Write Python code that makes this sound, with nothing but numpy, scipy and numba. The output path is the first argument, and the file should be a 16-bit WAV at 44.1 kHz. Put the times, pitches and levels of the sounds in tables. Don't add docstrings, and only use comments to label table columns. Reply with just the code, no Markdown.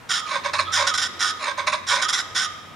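import sys
import numpy as np
from scipy import signal
from scipy.io import wavfile
from scipy.ndimage import uniform_filter1d
from numba import njit

SR = 44100
rng = np.random.default_rng(int(sys.argv[2]) if len(sys.argv) > 2 else 0)


def gain_from_decibels(decibels):
    exponent = np.asarray(decibels, float) / 20
    return 10 ** exponent


def waveform_to_disk(signal):
    frames = np.transpose(np.atleast_2d(signal))
    scaled = np.clip(frames, -1, 1) * 32767
    samples = np.round(scaled).astype(np.int16)
    wavfile.write(sys.argv[1], SR, samples)


N = 121275


def level(x, db):
    return x * gain_from_decibels(db) / np.sqrt(np.mean(x ** 2))


def pan(x, db):
    return x * gain_from_decibels(np.array([[db / 2], [-db / 2]]))


def walk(rate):
    hold = int(SR / rate)
    held = np.repeat(rng.standard_normal(N // 64), hold)[:N]
    return 1.14 * uniform_filter1d(uniform_filter1d(held, hold), hold)


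@njit
def resonance(x, hz, width):
    y, band, low = np.empty(len(x)), 0., 0.
    for i in range(len(x)):
        g, k = np.tan(np.pi * hz[i] / SR), width / hz[i]
        v = (band + g * (x[i] - low)) / (1 + g * (g + k))
        band, low, y[i] = 2 * v - band, low + 2 * g * v, k * v
    return y


def syllables(calls, drop, release):
    t = np.arange(N) / SR
    envelope, tune = np.zeros(N), np.ones(N)
    sag_db = -9
    for start, length, db, attack, ratio in calls:
        age = t - start
        rise = np.clip(age / attack, 0, 1)
        fall = np.exp(-np.maximum(age - length + release, 0) ** 2 / release ** 2)
        sag = gain_from_decibels(db + sag_db * np.clip((age - attack) / length, 0, 1))
        envelope += sag * rise ** 0.83 * fall
        tune = np.where(age > 0, ratio * (1 + drop * (1 - rise)), tune)
    return envelope, tune


def syrinx(rate, scatter, size_db, breath):
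    chance = rng.standard_normal((N // 30, 2))
    at = np.cumsum(SR / rate * np.exp(scatter * chance[:, 0]))
    keep = at < N - 2
    at, size = at[keep], gain_from_decibels(size_db * chance[keep, 1])
    sample, part = at.astype(int), at % 1
    pulses = np.bincount(sample, size * (1 - part), N) + np.bincount(sample + 1, size * part, N)
    gate = signal.lfilter([1], [1, -np.exp(-3 * rate / SR)], pulses)
    puffs = gate * rng.standard_normal(N)
    return level(pulses, 0) * np.sqrt(1 - breath) + level(puffs, 0) * np.sqrt(breath)


def bird(calls, pipe, voice):
    rate, scatter, size_db, breath, drop, release = voice
    envelope, tune = syllables(calls, drop, release)
    flutter = gain_from_decibels(0.91 * walk(60.39))
    driven = syrinx(rate, scatter, size_db, breath) * envelope * flutter
    out, power = 0, 0
    for k, (hz, width, db, side_db) in enumerate(pipe):
        centre = hz * tune * (1 + 0.017 * walk(40))
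        ring = resonance(resonance(driven, centre, 1.48 * width), centre, 1.48 * width)
        out = out + pan((-1) ** k * gain_from_decibels(db) * ring, side_db)
        power += gain_from_decibels(2 * db) * width * 2 / SR
    return out / np.sqrt(power)


# t/s, length/s, level/dB, attack/s, tuning ratio
MALE_CALLS = [
    (.25, 0.14, -24, 0.11, 0.98),
    (.434, 0.072, -23.5, 0.019, .99),
    (.530, 0.048, -18.5, 0.01, 1.02),
    (.581, 0.048, -18.5, 0.018, 1.027),
    (.755, .15, -23, 0.032, .99),
    (1.385, 0.13, -23.5, 0.1, 0.98),
    (1.572, 0.075, -25, .012, 0.976),
    (1.665, 0.048, -17.5, 0.0096, 1.035),
    (1.718, 0.054, -19, 0.014, 1.017),
    (1.89, 0.15, -22.5, 0.029, .99),
]
# f/Hz, width/Hz, level/dB, left-right/dB
MALE_WINDPIPE = [(575.4, 49.6, -6.5, 2), (1043, 153, -0.5, -4), (1638, 180, -8.5, -3),
                 (1908, 102, -10, 1.5), (2256, 288, -8.5, -4), (3693, 420, -10.5, -2), (4730, 740, -26, -2),
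                 (5240, 550, -19, -2), (6430, 650, -22.5, -2), (8400, 800, -28, -2.5), (9920, 530, -34, -7),
                 (12500, 2700, -54.5, -8)]
# pulses/Hz, period scatter, size scatter/dB, breath share, tuning drop at onset, release/s
MALE_SYRINX = (529.5, -0.08, -2, 0.89, 0.13, 0.0572)


def male():
    return bird(MALE_CALLS, MALE_WINDPIPE, MALE_SYRINX)


# t/s, length/s, level/dB, attack/s, tuning ratio
FEMALE_CALLS = [(.088, 0.12, -22.5, 0.021, .99), (.715, 0.12, -22, 0.031, 0.99),
                (.866, 0.047, -21.5, 0.0071, .99), (.935, 0.037, -23.5, 0.0056, 1.013),
                (.975, 0.042, -20.5, 0.0038, 1.008), (1.014, 0.062, -22.5, 0.0094, 0.995),
                (1.19, 0.13, -22.5, .025, 0.99), (1.865, 0.11, -22, .03, 0.99),
                (2.016, 0.045, -20.5, 0.0065, 1.002), (2.082, 0.037, -21.5, 0.0048, 1),
                (2.125, .095, -21, 0.0058, 1.024), (2.345, 0.12, -22.5, 0.017, 1)]
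# f/Hz, width/Hz, level/dB, left-right/dB
FEMALE_WINDPIPE = [(736, 53, -21.5, -8.5), (1157, 224, -7, -2.5), (1459, 120, -2, -7),
                   (1851, 135, -0.5, -1), (2257, 340, -17.5, -11.5), (3332, 430, -5.5, -1.5),
                   (3790, 318, -5, -2.5), (5345, 760, -4.5, -2), (7090, 560, -11, -2.5),
                   (9010, 1030, -17.5, -1.5), (10520, 570, -26, -5), (12270, 1000, -34.5, -8),
                   (14500, 1500, -49, 9)]
# pulses/Hz, period scatter, size scatter/dB, breath share, tuning drop at onset, release/s
FEMALE_SYRINX = (800, .16, 2.25, 0.33, 0.034, 0.016)


def female():
    return bird(FEMALE_CALLS, FEMALE_WINDPIPE, FEMALE_SYRINX)


def close_leaves(pair):
    decay_s, scatter_db = 0.01, -6
    age = np.arange(2048) / SR
    burst = rng.standard_normal((2, len(age))) * np.exp(-age / decay_s)
    burst *= gain_from_decibels(scatter_db) / np.sqrt(decay_s * SR / 2)
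    return signal.fftconvolve(pair, burst, axes=1)[:, :N]


# t/s, length/s, level/dB, attack/s, tuning ratio
FAR_CALLS = [
    (.15, 0.14, -36, 0.04, .99),
    (.64, 0.21, -36.5, 0.021, 1.05),
    (.90, 0.061, -31.5, .02, .98),
    (1.2, 0.16, -35, 0.023, 1.02),
    (2.02, 0.082, -32, 0.014, .97),
    (2.42, 0.091, -36.5, 0.033, .99),
    (2.6, 0.087, -64, 0.0081, .99),
]
# f/Hz, width/Hz, level/dB, left-right/dB
FAR_WINDPIPE = [(1246, 51, 3, -8), (1910, 100, -36, -2), (3260, 400, -11, -0.5)]
# pulses/Hz, period scatter, size scatter/dB, breath share, tuning drop at onset, release/s
FAR_SYRINX = (625, 0.07, 3.6, 0.25, .01, 0.031)


def far_bird():
    return bird(FAR_CALLS, FAR_WINDPIPE, FAR_SYRINX)


@njit
def trunks(x, lags, gain, damp):
    line, soft, out = np.zeros((8, 8192)), np.zeros(8), np.zeros((2, len(x)))
    for i in range(len(x)):
        total = 0.
        for k in range(8):
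            soft[k] += (1 - damp) * (gain[k] * line[k, (i - lags[k]) & 8191] - soft[k])
            total += soft[k]
            out[k % 2, i] += soft[k]
        for k in range(8):
            line[k, i & 8191] = x[i] + soft[k] - total / 4
    return out


def tree_echo(pair, far):
    send = gain_from_decibels(-16.5) * pair.mean(axis=0) + gain_from_decibels(-7.5) * far.mean(axis=0)
    lags = rng.integers(900, 5000, size=8)
    t60_s = 1
    return trunks(send, lags, gain_from_decibels(-60 * lags / SR / t60_s), 0.32)


# t/s, level/dB
ENGINE_LEVEL = [
    (0.0, -72),
    (0.11, -64),
    (0.71, -44.5),
    (1.35, -55.5),
    (1.93, -54),
    (2.15, -67),
    (2.72, -50.5),
    (2.75, -59),
]


def engine_hum():
    hz, width_hz = 93., 4.4
    t = np.arange(N) / SR
    pitch = hz * (1 + 0.016 * walk(4.9))
    tone = np.sin(2 * np.pi * np.cumsum(pitch) / SR)
    rough = level(resonance(rng.standard_normal(N), np.full(N, hz), width_hz), -7.5)
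    times, db = np.array(ENGINE_LEVEL).T
    return pan((tone + rough) * gain_from_decibels(np.interp(t, times, db)), .8)


# f/Hz, level/dB per Hz
AIR_SPECTRUM = [(15, -87), (25, -75), (86, -7.5), (250, -9.5), (811, -13.5), (1030, -9), (1240, -18.5),
                (1630, -9), (15000, -70)]


def outdoor_floor():
    out = 0
    table_hz, table_db = np.array(AIR_SPECTRUM).T
    for hz in 30 * 2 ** np.arange(0, 9, .5):
        centre = np.full(N, hz)
        mid = resonance(rng.standard_normal(N), centre, hz / 3)
        side = resonance(rng.standard_normal(N), centre, hz / 3)
        db = np.interp(np.log(hz), np.log(table_hz), table_db) + 3.0 * walk(6.18)
        out = out + gain_from_decibels(db) * (mid + 0.61 * side * np.array([[1], [-1]]))
    return level(out, -43)


def scene():
    pair = male() + female()
    far = far_bird()
    return pair + close_leaves(pair) + far + tree_echo(pair, far) + engine_hum() + outdoor_floor()


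def roll_off(x):
    return signal.sosfilt(signal.butter(12, 15770, fs=SR, output="sos"), x)


def record(dry):
    top_cut = signal.ellip(8, .2, 70, 15800, fs=SR, output="sos")
    mix = signal.sosfilt(top_cut, dry)
    return roll_off(mix)


dry = scene()
out = record(dry)
waveform_to_disk(out)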